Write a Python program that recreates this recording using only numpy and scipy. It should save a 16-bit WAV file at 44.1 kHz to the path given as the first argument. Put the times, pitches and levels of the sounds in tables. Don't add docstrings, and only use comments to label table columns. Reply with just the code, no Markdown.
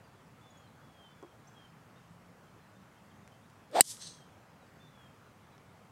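import sys
import numpy as np
from scipy import signal
from scipy.io import wavfile
from scipy.ndimage import uniform_filter1d

SR = 44100
rng = np.random.default_rng(int(sys.argv[2]) if len(sys.argv) > 2 else 0)


def volts(x):
    e = np.asarray(x, float) / 20
    return 10 ** e


def wrap_up_sound(samples):
    columns = np.atleast_2d(samples).T
    tamed = np.clip(columns, -1, 1)
    steps = np.round(tamed * 32767).astype(np.int16)
    wavfile.write(sys.argv[1], SR, steps)


N = 260631
BLOW_S = 3.8078


def evened(x):
    return x / np.sqrt(np.mean(x ** 2) + 1e-20)


def wander(length, size):
    once = uniform_filter1d(rng.standard_normal(length), size=size)
    return evened(uniform_filter1d(once, size=size))


def read(points, hz):
    f, value = np.transpose(points)
    return np.interp(np.log(hz + 1), np.log(f + 1), value)


def curves(rows):
    s, *columns = np.transpose(rows)
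    t = np.arange(s[0], s[-1], 1 / SR)
    return s[0], [np.interp(t, s, c) for c in columns]


def add(mix, s, sound):
    part = mix[round(s * SR):][:len(sound)]
    part += sound[:len(part)]


def colour(points):
    hz = abs(np.fft.fftfreq(4096, 1 / SR))
    log_gain = np.log(volts(np.maximum(read(points, hz), -90)))
    return np.fft.ifft(np.exp(np.conj(signal.hilbert(log_gain)))).real[:2048]


def resonate(x, hz, width_hz):
    turn = np.exp(2j * np.pi * np.cumsum(hz * np.ones(len(x))) / SR)
    r = np.exp(-np.pi * width_hz / SR)
    return 2 * (turn * signal.lfilter([1 - r], [1, -r], x / turn)).real


def ring(modes, rise_s):
    t = np.arange(4000) / SR
    sound = 0
    for k, (hz, db, t60) in enumerate(modes):
        sound = sound + (-1) ** k * volts(db - 60 * t / t60) * np.sin(2 * np.pi * hz * t)
    sound = sound * (1 - np.exp(-(t / rise_s) ** 2))
    return sound / abs(sound).max()


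# (frequency [Hz], level [dB per Hz])
WASH_SPECTRUM = [(12, -61), (20, -36), (26, -34), (43, -28), (90, 1), (192, -4.5), (247, -8.5), (284, -8.5),
                 (356, -16), (387, -11), (1250, -12.5), (3140, -25), (3930, -28.5), (6690, -30),
                 (15900, -38.5)]


def wash(level_db=-60, patchy_db=1.12, swell_db=0.18):
    frames, hz = N // 256 + 5, np.fft.rfftfreq(1024, 1 / SR)
    a, b, patches = rng.standard_normal((frames, 513, 3)).T
    patches = uniform_filter1d(patches, size=10, axis=0)
    patches = evened(uniform_filter1d(patches, size=14, axis=1))
    swell = evened(uniform_filter1d(rng.standard_normal(frames), size=40))
    level = read(WASH_SPECTRUM, hz)[:, None] + patchy_db * patches + swell_db * swell
    noise = signal.istft((a + 1j * b) * volts(level), nperseg=1024, noverlap=768)[1][:N]
    return volts(level_db) * evened(noise)


# (time [s], firing rate [Hz], level [dB])
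ENGINE_RUN = [
    (1.6, 161, -77),
    (2.05, 168, -68),
    (2.4, 183, -73),
    (2.8, 196, -70),
    (3.15, 204.8, -71),
    (3.3, 205, -88),
]


def engine():
    s, (hz, db) = curves(ENGINE_RUN)
    hz = hz * (1 + 0.018 * wander(len(hz), size=3000))
    level = np.sqrt(2) * volts(db + 5.3 * wander(len(hz), size=2500))
    return s, level * np.sin(2 * np.pi * np.cumsum(hz) / SR)


def bird(s, hz, db):
    flutter_db = 2.6 * wander(16000, size=350)
    fade = signal.windows.tukey(len(hz), min(.35, 2000 / len(hz)))
    note = volts(db + flutter_db[:len(hz)]) * np.sin(2 * np.pi * np.cumsum(hz) / SR) * fade
    leaves = rng.standard_normal(6000) * volts(-60 * np.arange(6000) / SR / .35)
    echo = signal.oaconvolve(note, leaves / np.linalg.norm(leaves))
    echo = volts(-5.5) * echo / np.linalg.norm(echo) * np.linalg.norm(note)
    add(echo, 0, note)
    return s, np.sqrt(2) * echo


def chirp(s, length, first_hz, last_hz, db):
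    u = np.linspace(0, 1, round(length * SR))
    bend = 3.5 if last_hz > first_hz else 1
    return bird(s, last_hz + (first_hz - last_hz) * (1 - u) ** bend, db)


def chatter(count=40, level_db=-85):
    calls = []
    for when, pitch, turn, length, loud in rng.random((count, 5)):
        hz = 2500 + 1700 * pitch ** 1.5
        glide = 1 + .25 * (turn - .6)
        calls.append(chirp(when * N / SR, 0.022 + 0.06 * length, hz, hz * glide, level_db + 2.9 * loud))
    return calls


# (time [s], length [s], first pitch [Hz], last pitch [Hz], level [dB])
CHIRP_CALLS = [(0.036, .04, 4780, 4650, -79), (0.18, 0.017, 3220, 3260, -79), (0.5, 0.02, 6810, 6740, -72),
               (0.569, .019, 6200, 6840, -70.5), (.62, .045, 4450, 4250, -81),
               (.663, 0.044, 4040, 4000, -78), (1.471, 0.016, 5080, 6340, -60.5),
               (1.475, .022, 7430, 7450, -68.5), (1.52, 0.025, 7430, 7480, -86),
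               (1.60, .042, 4900, 4800, -81), (1.68, .037, 5200, 5060, -79),
               (1.954, 0.036, 3420, 3720, -73), (2.96, 0.038, 3050, 3200, -80),
               (3.1, 0.025, 3700, 2860, -75), (3.309, 0.025, 3110, 3100, -74.5),
               (4.61, .04, 4000, 3680, -75), (4.66, .023, 4680, 4580, -78), (4.74, .03, 4560, 4500, -79.5),
               (4.866, .025, 4300, 3600, -79), (5.09, .03, 3020, 3220, -78), (5.49, .06, 2650, 2340, -81),
               (5.68, .08, 3110, 3020, -83.5)]


def chirps():
    return [chirp(*row) for row in CHIRP_CALLS]


def slur(s, length, top_hz, db, swell_db):
    u = np.linspace(0, 1, round(length * SR))
    scoop = .09 * np.exp(-u * length / .015)
    slide = .125 * u ** 1.5
    closed = 1 / (1 + np.exp((u - .56) / .025))
    return bird(s, top_hz * (1 - scoop - slide), db - swell_db * closed)


# (time [s], length [s], top pitch [Hz], level [dB], swell [dB])
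SLUR_CALLS = [
    (.40, .29, 3550, -75.5, 0),
    (.80, .31, 3440, -66.5, 10),
    (1.02, .32, 3560, -79.5, -3),
    (1.395, .285, 3480, -69, 14),
    (3.94, .32, 3560, -73, 8),
    (4.785, .31, 3600, -71, 4),
]


def slurs():
    return [slur(*row) for row in SLUR_CALLS]


def tick(s, db, dull_hz, bright_hz):
    burst = rng.standard_normal(300) * np.exp(-np.arange(300) / SR / 0.00115)
    band = signal.butter(2, [dull_hz, bright_hz], "band", fs=SR, output="sos")
    burst = signal.sosfilt(band, burst)
    return s, volts(db) * burst / abs(burst).max()


# (time [s], peak level [dB], dullest [Hz], brightest [Hz])
TICK_EVENTS = [
    (1.2270, -52, 1800, 8000),
    (3.2765, -46, 1000, 6800),
    (3.5000, -54, 3100, 11000),
    (3.7145, -52, 4000, 15000),
    (3.9692, -43, 2500, 5200),
    (5.5800, -53, 2000, 5500),
]


def ticks():
    return [tick(*row) for row in TICK_EVENTS]


# (time [s], peak level [dB])
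TAP_EVENTS = [
    (1.2266, -42),
    (1.2339, -40),
    (1.2463, -47),
]
# (frequency [Hz], level [dB], t60 [s])
TAP_MODES = [(352, 0.5, 0.12), (557, -10, 0.064), (384, -11, 0.062), (1066, -1, 0.017), (714, -3.5, 0.021)]


def taps():
    return [(s, -volts(db) * ring(TAP_MODES, 0.00034)) for s, db in TAP_EVENTS]


def row_of_trees(t, distance_m, depth_m, db, swell_db, t60):
    sound_m_s, front_s = 343., .06
    front, back = 2 * distance_m / sound_m_s, 2 * (distance_m + depth_m) / sound_m_s
    times = [front - front_s, front, back, back + t60]
    shape_db = np.interp(t, times, [-60 - swell_db, -swell_db, 0, -60])
    return volts(db + shape_db) ** 2 * (t > front - front_s)


# (frequency [Hz], level [dB per Hz])
NEAR_LEAVES = [(1180, -36), (2000, -17), (2560, -19), (2890, -18), (3040, -9), (3800, -7.5), (4670, -5.5),
               (5500, -2.5), (6870, -3.5), (8290, -1), (10400, -5.5), (11800, -10), (15500, -35.5)]
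FAR_LEAVES = [(1180, -20), (2000, -13), (2140, -22), (2700, -14), (2940, -11), (3340, -4.5), (3640, -8),
              (3970, 3), (5050, -7), (5500, -2), (5800, -4), (6250, 3), (7050, -11), (8660, -1),
              (9930, -20.5), (10800, -21), (15500, -47)]
# (distance [m], depth [m], level at the back [dB], swell front to back [dB], t60 behind [s])
NEAR_TREES = [
    (1, .3, -31.5, 0.5, .05),
    (6, 12, -39.5, 4, 0.15),
    (24, 9.4, -59, -1, .3),
]
FAR_TREES = [
    (34.6, 1.9, -45.5, 7, .25),
    (39.4, 6.4, -45.5, 14, 0.055),
    (48, 4.8, -55.5, -4.5, 0.41),
]


def trees():
    t = np.arange(.006, .6, 1 / SR)
    sign, chance, size = rng.random((len(t), 3)).T
    struck = chance < 9000 / SR
    returns = np.sign(sign - .5) * struck * volts(-1.5 * np.log(size + 1e-3))
    echo = 0
    for spectrum, rows in ((NEAR_LEAVES, NEAR_TREES), (FAR_LEAVES, FAR_TREES)):
        click = colour([(1200, -47.5), *spectrum])
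        leaves = evened(signal.oaconvolve(returns, click)[:len(t)])
        echo = echo + leaves * np.sqrt(sum(row_of_trees(t, *row) for row in rows))
    return BLOW_S + t[0], echo


# (time [s], club speed [m/s], shaft whistle level [dB])
DOWNSWING = [
    (3.69, 26.3, -82),
    (3.722, 27.7, -53.5),
    (3.743, 33, -39.5),
    (3.752, 37, -30),
    (3.770, 43, -24.5),
    (3.780, 36.4, -29.5),
    (3.787, 43, -24),
    (3.801, 39, -26),
    (3.813, 30, -48),
]
# (frequency [Hz], level [dB per Hz])
HEAD_HISS = [(760, -34), (1300, -6.5), (1690, -2), (2020, -8.5), (2240, -5), (2620, -11), (3620, -4),
             (4510, -8.5), (6570, -16), (8620, -10.5), (10200, -27.5), (13600, -25), (15800, -36.5)]


def swing():
    s, (speed, whistle_db) = curves(DOWNSWING)
    strouhal, shaft_m = .2, .011
    hz, t = strouhal * speed / shaft_m, np.arange(len(speed)) / SR
    trailing_db = np.interp(t - 0.003002, t, uniform_filter1d(whistle_db, size=400))
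    after_blow_s = np.maximum(s + t - BLOW_S, 0)
    hiss_db = -36.5 + 0.95 * (trailing_db - whistle_db.max()) - 60 * after_blow_s / .015
    phase = 2 * np.pi * np.cumsum(hz * (1 + .12 * wander(len(hz), size=70))) / SR
    shedding = np.sqrt(2) * (np.sin(phase) + volts(-22.5) * np.sin(2 * phase))
    air = rng.standard_normal((3, len(hz)))
    wake = evened(resonate(resonate(air[0], hz, 400.), hz, 400.))
    hosel_hz = .6 * hz
    flutter = evened(resonate(resonate(air[1], hosel_hz, 250.), hosel_hz, 250.))
    hiss = evened(signal.oaconvolve(air[2], colour(HEAD_HISS))[:len(hz)])
    whistle = volts(-2.5) * shedding + volts(-11.5) * wake + volts(-11.5) * flutter
    return s, volts(whistle_db) * whistle + volts(hiss_db) * hiss


# (frequency [Hz], level [dB], t60 [s])
HEAD_MODES = [(230, -30, .03), (690, -27, .015), (1990, -27.5, .012), (2970, -19.5, 0.025),
              (4020, -11.5, .018), (4430, -20.5, 0.014), (4750, -14, 0.024), (5165, -26.5, .035),
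              (5700, -31, 0.022), (6200, -31, .015), (7075, -23, .02), (7330, -13, .026), (7750, -14, .014),
              (8067, -4.5, .017), (8660, -17.5, .023), (8960, 1, .016), (9650, -21.5, .016),
              (10300, -21.5, 0.0069), (11530, -25, .014), (12000, -28.5, 0.017), (12520, -23, 0.023),
              (12900, -22.5, .008), (15020, -25.5, .008)]
# (frequency [Hz], level [dB per Hz])
SNAP_SPECTRUM = [(30, -55.5), (110, -14.5), (300, -3.5), (800, -8), (1400, -16), (1950, 2.5), (2550, -9),
                 (4300, -4.5), (6300, -14), (9000, -9), (12000, -2.5), (15200, -7.5), (16200, -21)]


def crack():
    k = np.arange(60)
    contact = rng.standard_normal(60) * volts(-k * .5) * .17 + (k == 0)
    snap = np.pad(np.convolve(colour(SNAP_SPECTRUM), contact)[:2048], (26, 1926))
    snap = -volts(-4.0) * snap / abs(snap).max()
    t = np.arange(900) / SR
    scatter = rng.standard_normal(900) * volts(-29.5 - 60 * t / 0.017) * (t > .0004)
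    treble = signal.lfilter([1, -.9], 1, snap)
    scattered = np.convolve(treble, scatter)[:len(snap)]
    return BLOW_S - .0002, volts(3.5) * (ring(HEAD_MODES, 0.00085) + snap + scattered)


def scene():
    mix, club = wash(), np.zeros(N)
    add(mix, *engine())
    for sound in chatter() + chirps() + slurs() + ticks():
        add(mix, *sound)
    for sound in taps() + [trees(), swing(), crack()]:
        add(club, *sound)
    no_bass = signal.butter(2, 120, "high", fs=SR, output="sos")
    return (mix + signal.sosfilt(no_bass, club))[None]


def top_cut(x):
    return signal.sosfilt(signal.butter(12, 16050, fs=SR, output="sos"), x)


# (frequency [Hz], gain [dB])
MIC_RESPONSE = [(10, -16.5), (45, -7.5), (70, -6), (110, 2.5), (15000, -0.5), (15800, 1), (16500, -18)]


def record(dry):
    dry = signal.oaconvolve(dry, colour(MIC_RESPONSE)[None])[:, :N]
    power_db = 10 * np.log10(abs(uniform_filter1d(dry[0] ** 2, size=60)) + 1e-12)
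    fall = np.arange(N) * 120.0 / SR
    held_db = np.maximum.accumulate(power_db + fall) - fall
    over_db = np.maximum(held_db + 17.4, 0)
    lag = np.exp(-1 / (0.012 * SR))
    ducked = dry / volts(0.92 * signal.lfilter([1 - lag], [1, -lag], over_db))
    return top_cut(np.clip(ducked, -1, 1))


dry = scene()
out = record(dry)
wrap_up_sound(out)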